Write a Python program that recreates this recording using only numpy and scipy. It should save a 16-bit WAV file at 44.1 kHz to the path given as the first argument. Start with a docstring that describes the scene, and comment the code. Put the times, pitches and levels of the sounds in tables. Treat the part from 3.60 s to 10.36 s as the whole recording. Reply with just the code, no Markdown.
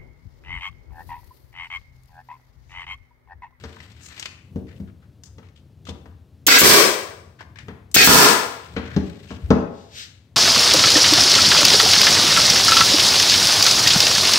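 """A pneumatic stapler fires twice into a wooden box on a workbench, in a live workshop.
Each shot is gated noise for the air and decaying modes for the driver's blow, the piston's stop and its return.
Hands shift their grip in noise scuffs and clicks; knocks on the box ring its modes, and at last it is tipped.
A sleeve swishes past as swelling noise, over a low rumble; echoes and a decaying noise tail form the room.
A fast limiter squashes the peaks."""
import sys
import numpy as np
from scipy import signal
from scipy.fft import rfft, irfft, next_fast_len
from scipy.io import wavfile
from scipy.ndimage import uniform_filter1d, minimum_filter1d, map_coordinates

SR = 44100
rng = np.random.default_rng(int(sys.argv[2]) if len(sys.argv) > 2 else 0)


def persist_wave(psi):
    """Save psi, clipped to +-1, as 16-bit WAV."""
    counts = np.round(np.clip(psi, -1, 1) * 32767).astype(np.int16)
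    wavfile.write(sys.argv[1], SR, np.atleast_2d(counts).T)


N = 298116

# Spectrum of the steady rumble: pitch_hz, relative_db
RUMBLE_SPECTRUM = [(20, -32.5), (45, -49), (62, -0.5), (82, 9), (105, 4.5), (170, -4.5), (300, -13),
                   (700, -28), (1500, -48)]
# Spectrum of the workshop's faint air noise: pitch_hz, relative_db
AIR_SPECTRUM = [(120, 0), (250, -6), (500, -15), (1000, -21), (2000, -25), (4200, -26), (6500, -33),
                (10000, -42), (16000, -44)]
# Decay of the room's tail: pitch_hz, t60_s
ROOM_DECAY = [(70, 0.27), (200, 0.48), (600, 0.75), (2000, 0.61), (5000, 0.46), (8500, 0.51), (12000, 0.44),
              (16000, 0.53)]
# Echoes of the walls: delay_s, relative_db
WALL_ECHOES = [(0.046, -13.5), (0.062, -10), (.084, -14)]
# An arm sweeps past the clothes: fastest_s, level_db, half_length_s (to 1/e)
SWISHES = [(6.205, -56.5, 0.092), (6.399, -36.5, 0.055)]
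# Spectrum of the swishing cloth: pitch_hz, relative_db
CLOTH_SPECTRUM = [(300, -30), (1100, -18), (1500, -3), (2300, -3.5), (3600, 2.5), (6500, -4.5), (8800, -14),
                  (10400, -36), (12500, -17), (15500, -29)]
# Hands and clothes rub, one curve per stroke: time_s, relative_db
RUB_STROKES = [
    [(0.0, -59), (0.382, -62.5), (0.594, -50.5), (0.73, -69), (0.8, -92)],
    [(4.95, -50.5), (5.378, -75.5), (5.464, -57), (5.772, -64), (5.86, -61.5)],
]
# Spectrum of skin rubbing wood: pitch_hz, relative_db
SKIN_SPECTRUM = [(150, 2.5), (500, -3.5), (900, -0.5), (1700, 6), (2500, 5.5), (4200, 3), (6500, -7.5),
                 (8500, -4.5), (10400, -27), (12500, -4), (16000, -22)]
# Longer scuffs of fingers and of the tool's nose on wood: start_s, relative_db, length_s, pitch_hz
SCUFFS = [(0.411, -48, 0.094, 6800), (0.489, -54, 0.055, 1770), (1.063, -57, 0.091, 1890),
          (1.271, -54.5, 0.038, 1340), (1.639, -56, 0.053, 6200), (2.263, -44, 0.056, 3310),
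          (3.788, -45, 0.036, 1635), (3.957, -50, 0.08, 1862), (5.161, -43.5, 0.26, 1640),
          (5.672, -45, 0.1, 2810)]
# The time in which the grip keeps shifting: start_s, end_s
GRIP = (.1, 2.3)
# Light clicks of fingers, nose piece and trigger: start_s, relative_db, pitch_hz
CLICKS = [(0.167, -35.5, 1080), (0.203, -34.5, 2100), (0.318, -45, 4170), (0.578, -32, 2410),
          (0.597, -24.5, 6060), (0.626, -22.5, 2700), (0.657, -19.5, 2680), (1.636, -34.5, 6040),
          (1.829, -43.5, 1120), (1.887, -47.5, 2040), (2.253, -40, 3450), (2.269, -35, 1122),
          (2.458, -46, 1088), (3.807, -27.5, 1077), (3.826, -38, 1680), (3.958, -37, 1680),
          (3.987, -30, 2240), (4.084, -31.5, 1057)]
# Wood meets wood or the tool's nose: start_s, relative_db, hardness_hz, tick_db
KNOCKS = [(0.038, -32.5, 1540, -34.5), (0.959, -20.5, 396, -47.5), (1.201, -24.5, 268, -51.5),
          (1.783, -42, 1490, -46.5), (2.286, -27, 800, -46), (2.457, -41.5, 1600, -53.5),
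          (4.083, -31, 1920, -46), (5.164, -19, 2320, -36), (5.364, -10, 400, -27.5),
          (5.705, -27.5, 1250, -39.5), (5.905, -2, 860, -23.5)]
# Ringing modes of the box: pitch_hz, relative_db, t60_s
BOX_MODES = [(113, -11, .2), (160, -8, .12), (192, 2, .14), (215, -3, .1), (243, 2, .15), (305, -6, .1),
             (398, -3, .07), (465, -1, .1), (565, -9, .05), (725, -10, .04), (960, -8, .04),
             (1170, -10, .035), (1480, -8, .04), (2190, -13, .03)]
# Ringing modes of the bench under it: pitch_hz, relative_db, t60_s
BENCH_MODES = [(62, -3, .2), (81, 1, .2), (105, -8, .12)]
# Ringing modes of the stapler's body: pitch_hz, relative_db, t60_s
STEEL_MODES = [(1499, -10.5, 0.35), (1640, 4.5, 0.33), (2010, -1.5, 0.036), (2030, -4, 0.29),
               (2590, -6.5, 0.069), (3177, 3, 0.31), (4400, -10, 0.089), (4300, 14, 0.03), (4946, 4, .03),
               (6130, -2, 0.12), (7000, -28.5, .02)]
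# Spectrum of the crack of steel on steel: pitch_hz, relative_db
CRACK_SPECTRUM = [(30, -35), (100, -19), (300, -8), (800, -19), (1500, 1.5), (2300, 3), (3200, 0),
                  (5400, 2.5), (6800, -8), (8200, -5), (10400, -21.5), (12500, -13), (15500, -13.5)]
# Spectrum of the spitting valve: pitch_hz, relative_db
SPIT_SPECTRUM = [(30, -39), (120, -18), (300, 2), (1000, -15), (3000, 2), (5000, -2.5), (6500, 4),
                 (8700, -0.5), (10400, -7), (12000, 1), (15500, 2.5)]
# Spectrum of the exhaust jet: pitch_hz, relative_db
JET_SPECTRUM = [(30, -39.5), (110, -11), (200, -1), (330, -5.5), (520, 7), (850, -0.5), (1900, 0),
                (3500, 5), (5200, 12), (7000, 5.5), (8500, 8.5), (10500, -1), (12000, 5.5), (15500, -2.5)]
# Shots: trigger_pulled_s, driver_stroke_s, trigger_held_s, spit_db, exhaust_db
SHOTS = [(2.866, .0157, .118, 3.5, 0), (4.3426, .0206, .0985, -7, 0.5)]

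# background: the rumble, its drift, and the bench's shudder with each knock
RUMBLE_DB, RUMBLE_DRIFT_DB, WORKSHOP_DB = -50.5, 1.5, -61
SHUDDER_DB, SHUDDER_DB_PER_DB = -32.5, 0.4  # level under a 0 dB knock, and its change per dB of knock
SHUDDER_RISE_S, SHUDDER_S = 0.043, 0.076  # it builds as the box starts to move, then dies

# hands: rubbing offset, faint random scuffs, clicks, and the trigger just before the last shot
RUB_DB = 4.5
FIDGETS_PER_S, FIDGET_DB, FIDGET_S, FIDGET_HZ = 5, -62.5, 0.042, 1880  # central values of the random scuffs
CLICK_DB, CLICK_T60_S = -5.5, 0.041
TRIGGER_LEAD_S, TRIGGER_DB, TRIGGER_HZ = 0.028, -35, 7950

# knocks: the bench's thud, the soft contacts' jolt, and the box rocking back
THUD_DB, THUD_DB_PER_DB = -13, 0.67  # level under a 0 dB knock, and its change per dB of knock
JOLT_SOFT_HZ = 1310  # contacts softer than this shove the whole box
ROCK_S, ROCK_DB_PER_DB, ROCK_SHRINK = 0.052, 0.28, .55  # first gap at 0 dB, its growth, next gap over it
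ROCK_LOSS_DB, ROCK_DULLS = 9, 0.37  # loss and hardness ratio per contact
TIP_S, TIP_DB = 5.825, -18  # the box is tipped over its edge and only the bench thuds

# every shot runs the same cycle: staple strike, bumper stop, valve release, exhaust, piston return
STRIKE_STEEL_DB, STRIKE_WOOD_DB = 6, 10.5
STOP_AFTER_S, STOP_STEEL_DB, STOP_WOOD_DB = .0045, 20, -9  # after the strike
RETURN_AFTER_S, RETURN_STEEL_DB, RETURN_WOOD_DB = .0325, 10.5, 14  # after the release
RELEASE_DB, RELEASE_S = 8.5, 0.036  # the valve spits as the trigger is let go
VENT_AFTER_S, VENT_HOLD_S, VENT_T60_S = .025, 0.075, 0.62  # after the release
FLUTTER_DB, FLUTTER_PER_S = 0.9, 90  # the exhaust jet is turbulent


def amp(db):
    """Amplitude gain is ten to the power of decibels over twenty."""
    return 10 ** (np.asarray(db) / 20)


def unit(x):
    """Division by the root mean square gives unit rms."""
    return x / np.sqrt(np.mean(x ** 2) + 1e-20)


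def along(points, hz):
    """Interpolation on a log frequency axis joins (pitch_hz, value) points."""
    f, v = np.transpose(points)
    return np.interp(np.log(hz + 1), np.log(f + 1), v)


def clock():
    """Sampling divides one second into equal time steps."""
    return np.arange(SR) / SR


def add(track, s, sound):
    """Superposition adds a sound to a track, in place, from time s."""
    part = track[..., max(round(s * SR), 0):][..., :sound.shape[-1]]
    part += sound[..., :part.shape[-1]]


def filtered(x, response):
    """Linear filtering multiplies a spectrum by a response of frequency."""
    n = x.shape[-1]
    m = next_fast_len(n + 8192)
    hz = np.fft.rfftfreq(m, 1 / SR)
    return irfft(rfft(x, m) * response(hz), m)[..., :n]


def noise(spectrum, size, width):
    """Mid and side noises form coloured stereo of rms 1: width 0 is mono, 1 is unrelated above the bass."""
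    def colour(hz):
        return amp(along(spectrum, hz)) * np.array([np.ones_like(hz), width * hz / (hz + 250)])

    mid, side = filtered(rng.standard_normal((2, size)), colour)
    return unit(np.array([mid + side, mid - side]))


def wobble(rate):
    """Spline interpolation of random knots, rate a second, gives a smooth random curve."""
    knots = rng.standard_normal(N // 100)
    return map_coordinates(knots, [np.arange(N) * rate / SR], mode="wrap")


def ring(modes, scatter_db, hard_hz=SR):
    """Modal synthesis sums damped sines at random strengths; a soft contact leaves the high ones quiet."""
    hz, db, t60 = np.transpose(modes)[:, :, None]
    gain = amp(db + scatter_db * rng.standard_normal(hz.shape))
    gain = gain / np.linalg.norm(gain)
    gain = gain / np.sqrt(1 + (hz / hard_hz) ** 6)
    sign = (-1) ** np.arange(len(hz))[:, None]
    decay = amp(-60 * clock() / t60)
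    return np.sum(sign * gain * decay * np.sin(2 * np.pi * hz * clock()), axis=0)


def burst(spectrum, t60, width):
    """Exponential decay shapes noise that starts at once."""
    return noise(spectrum, SR, width) * amp(-60 * clock() / t60)


def contact(hz):
    """A small contact has a spectrum with one resonance."""
    return [(hz / 16, -18), (hz / 3, -14), (hz / 1.4, -8), (hz, 0),
            (hz * 1.4, -8), (hz * 2.5, -15), (hz * 6, -34)]


def background():
    """Stationary noise rumbles, swelling as knocks move the box, beside faint workshop air noise."""
    t = np.arange(N) / SR
    level = amp(RUMBLE_DB + RUMBLE_DRIFT_DB * wobble(7.4))
    for s, db, _, _ in KNOCKS:
        away = np.maximum((s - t) / SHUDDER_RISE_S, (t - s) / SHUDDER_S)
        level += amp(SHUDDER_DB + SHUDDER_DB_PER_DB * db) * np.exp(-away)
    rumble = level * noise(RUMBLE_SPECTRUM, N, width=0.097)
    return rumble + amp(WORKSHOP_DB) * noise(AIR_SPECTRUM, N, width=0.13)


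def workshop(x, wet_db, swell):
    """Reverberation convolves a source with a decaying noise tail, narrower in the bass, plus dull wall echoes."""
    hz, t, z = signal.stft(rng.standard_normal((2, SR)), SR, nperseg=256)
    width = along([(200, 0.42), (400, .45), (800, 0.89), (2000, 1.094)], hz)[:, None]
    z = np.array([z[0] + width * z[1], z[0] - width * z[1]]) / np.sqrt(1 + width ** 2)
    build = 0.92 + 0.22 * np.minimum(t / swell, 1) ** 2  # complete after swell seconds
    decay = amp(-60 * t / along(ROOM_DECAY, hz)[:, None])
    tail = signal.istft(z * build * decay, SR, nperseg=256)[1]
    source = x.sum(axis=0, keepdims=True) / np.sqrt(2)
    out = signal.fftconvolve(source, tail / np.linalg.norm(tail[0]), axes=1)[:, :N]
    dull = filtered(x, lambda hz: 1 / (1 + 1j * hz / 1800))
    for delay, db in WALL_ECHOES:
        add(out, delay, amp(db) * dull)
    balance = [(100, 2.6), (8000, 9.3), (12000, 1)]  # pitch_hz, left_minus_right_db
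    side = np.array([[.5], [-.5]])
    return amp(wet_db) * filtered(out, lambda hz: amp(side * along(balance, hz)))


def from_left(x, lead_s, treble_db):
    """Interaural time and level differences place a source left: earlier and louder in that channel."""
    side = np.array([[.5], [-.5]])
    tilt = [(100, 4.8), (500, 1), (2000, treble_db), (8000, treble_db), (14000, 1.2)]
    return filtered(x, lambda hz: amp(side * along(tilt, hz)) * np.exp(2j * np.pi * hz * lead_s * side))


def softened(x):
    """Wood and skin radiate little of the highest treble."""
    loss = [(8000, 0), (10400, -12), (12500, -7), (16000, -9)]  # pitch_hz, gain_db
    return filtered(x, lambda hz: amp(along(loss, hz)))


def swishes():
    """Cloth friction hisses with a bell-shaped level as an arm speeds up and slows down again."""
    t = np.arange(N) / SR
    level = sum(amp(db) * np.exp(-((t - s) / half) ** 2) for s, db, half in SWISHES)
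    return level * noise(CLOTH_SPECTRUM, N, width=0.58)


def fidgets():
    """Random timing, one draw per equal slot, yields faint scuffs in rows like those of SCUFFS."""
    start, end = GRIP
    draws = rng.uniform(-1, 1, (int((end - start) * FIDGETS_PER_S), 4))
    rows = []
    for k, (when, loud, long, high) in enumerate(draws):
        s = start + (k + .5 + .5 * when) / FIDGETS_PER_S
        rows.append((s, FIDGET_DB + 3 * loud, FIDGET_S * 1.42 ** long, FIDGET_HZ * 2.8 ** high))
    return rows


def rubbing():
    """Stick-slip friction of skin, cloth and the tool's nose on wood is noise in uneven catches."""
    t, level = np.arange(N) / SR, np.zeros(N)
    for stroke in RUB_STROKES:
        s, db = np.transpose(stroke)
        fade = np.clip(np.minimum(t - s[0], s[-1] - t) / 0.1 + 1, 0, 1)
        level += amp(np.interp(t, s, db)) * fade
    out = amp(RUB_DB) * level * noise(SKIN_SPECTRUM, N, width=0.73)
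    for s, db, length, hz in SCUFFS + fidgets():
        speed = np.sqrt(np.abs(np.sin(np.pi * np.minimum(clock() / length, 1))))
        add(out, s, amp(db) * speed * noise(contact(hz), SR, width=0.93))
    catches = unit(amp(3 * wobble(170) + 1.5 * wobble(25)))
    return catches * out


def clicks():
    """Brief impacts of fingers, nose piece and trigger excite decaying noise with one resonance."""
    out = np.zeros((2, N))
    trigger = (SHOTS[-1][0] - TRIGGER_LEAD_S, TRIGGER_DB, TRIGGER_HZ)
    for s, db, hz in list(CLICKS) + [trigger]:
        add(out, s, amp(db + CLICK_DB) * burst(contact(hz), t60=CLICK_T60_S, width=0.56))
    return out


def thud():
    """The bench's low modes boom briefly under the box."""
    return ring(BENCH_MODES, scatter_db=3)


def push(hz, t60):
    """A damped oscillation jolts the whole box for a few cycles."""
    return amp(-60 * clock() / t60) * np.sin(2 * np.pi * hz * clock())


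def wood(hard_hz, grain_db):
    """Low box modes ring separately; the many weak ones overlap into a short noise clatter."""
    edge = max(hard_hz, 260)
    dense = [(40, -35), (120, -12), (200, 1), (250, 1),
             (edge, -4), (edge * 1.8, -15), (edge * 3.5, -38), (SR, -90)]
    squeeze = 1 - np.exp(-clock() * edge)  # a softer contact builds up more slowly
    modes = ring(BOX_MODES, scatter_db=1, hard_hz=hard_hz)
    return squeeze * (modes + amp(grain_db) * burst(dense, t60=.15, width=.4))


def knocks():
    """Each impact loses energy: the bench thuds and the box rocks back ever faster, softer and duller."""
    out = np.zeros((2, N))
    tick_spectrum = [(500, 5), (1500, -0.5), (6000, -9), (10000, -39.5), (16000, -27.5)]
    for s, db, hard_hz, tick_db in KNOCKS:
        tick = burst(tick_spectrum, t60=0.071, width=0.094)
        add(out, s, amp(THUD_DB + THUD_DB_PER_DB * db) * thud() + amp(tick_db) * tick)
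        softness = 1 / (1 + (hard_hz / JOLT_SOFT_HZ) ** 2)
        add(out, s, amp(db) * softness * push(hz=163.3, t60=0.092))
        gap = ROCK_S * amp(ROCK_DB_PER_DB * db)
        for k in range(3):
            add(out, s, amp(db - ROCK_LOSS_DB * k) * wood(hard_hz * ROCK_DULLS ** k, grain_db=-8))
            s += gap * ROCK_SHRINK ** k
    add(out, TIP_S, amp(TIP_DB) * thud())
    return out


def air_blasts():
    """Turbulent flow makes noise: air spits on the stroke and release, then the cylinder vents."""
    out, t = np.zeros((2, N)), clock()
    for s, stroke, held, spit_db, exhaust_db in SHOTS:
        for start, db, length in [(s, spit_db, stroke), (s + held, RELEASE_DB, RELEASE_S)]:
            gate = np.minimum(t / .002, 1) * amp(-60 * np.maximum(t - length, 0) / 0.033)
            add(out, start, amp(db) * gate * noise(SPIT_SPECTRUM, SR, width=1.0))
        pressure = np.minimum(t / 0.0016, 1) * amp(-60 * np.maximum(t - VENT_HOLD_S, 0) / VENT_T60_S)
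        jet = noise(JET_SPECTRUM, SR, width=0.87) * amp(FLUTTER_DB * wobble(FLUTTER_PER_S)[:SR])
        roar = filtered(jet, lambda hz: 1 / (1 + (hz / 3500) ** 2))
        hiss = jet - roar
        vent = pressure * roar + pressure ** 1.9 * hiss  # the hiss fades before the roar
        add(out, s + held + VENT_AFTER_S, amp(exhaust_db) * vent)
    return out


def blows():
    """Impact excites modes: staple strike, piston stop and return each ring the steel and the box."""
    out = np.zeros((2, N))
    for fired, stroke, held, _, _ in SHOTS:
        cycle = [(stroke, STRIKE_STEEL_DB, STRIKE_WOOD_DB),
                 (stroke + STOP_AFTER_S, STOP_STEEL_DB, STOP_WOOD_DB),
                 (held + RETURN_AFTER_S, RETURN_STEEL_DB, RETURN_WOOD_DB)]
        for delay, steel_db, wood_db in cycle:
            body = amp(-17) * ring(STEEL_MODES, scatter_db=1.5)
            crack = burst(CRACK_SPECTRUM, t60=0.044, width=0.4)
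            add(out, fired + delay, amp(steel_db) * (crack + body))
            pressed = amp(-60 * clock() / 0.03)  # hand and tool press on the box and damp it
            add(out, fired + delay, amp(wood_db) * pressed * wood(hard_hz=1600, grain_db=1.0))
    return out


def scene():
    """Direct and reverberant sound superpose: the shots fill the room, the handling stays close and left."""
    shots, air, cloth = blows(), air_blasts(), swishes()
    box, hands = softened(knocks()), softened(clicks() + rubbing())
    direct = from_left(shots + air, lead_s=.00007, treble_db=6.5)
    direct += from_left(box + hands, lead_s=.00016, treble_db=9.5)
    direct += from_left(cloth, lead_s=.00038, treble_db=5.5)
    room = workshop(shots, wet_db=1, swell=0.024)
    room += workshop(air, wet_db=-6, swell=0.025)
    room += workshop(box, wet_db=-7.5, swell=0.066)
    room += workshop(hands + cloth, wet_db=-9.0, swell=0.0072)
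    return direct + room + background() * amp([[2.0], [-2.0]])  # the background leans left


def limiter(x, ceiling_db, release_db, hold):
    """Peak limiting lowers each channel's gain around peaks; it recovers by release_db a second."""
    size = max(int(hold * SR), 2)
    need_db = np.minimum(ceiling_db - 20 * np.log10(np.abs(x) + 1e-9), 0)
    ramp = release_db * np.arange(N) / SR
    gain_db = np.minimum.accumulate(minimum_filter1d(need_db, size) - ramp, axis=1) + ramp
    return x * amp(uniform_filter1d(gain_db, size))


def record(dry):
    """Band limiting and dynamics: the microphone's bass cut, a fast limiter and a steep treble cut."""
    bass_cut = signal.butter(3, 50, "highpass", fs=SR, output="sos")
    lean = signal.sosfilt(bass_cut, dry)
    held = limiter(lean, ceiling_db=1.0, release_db=321.5, hold=.002)
    return filtered(held, lambda hz: 1 / (1 + (hz / 15900) ** 160))


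dry = scene()
out = record(dry)
persist_wave(out)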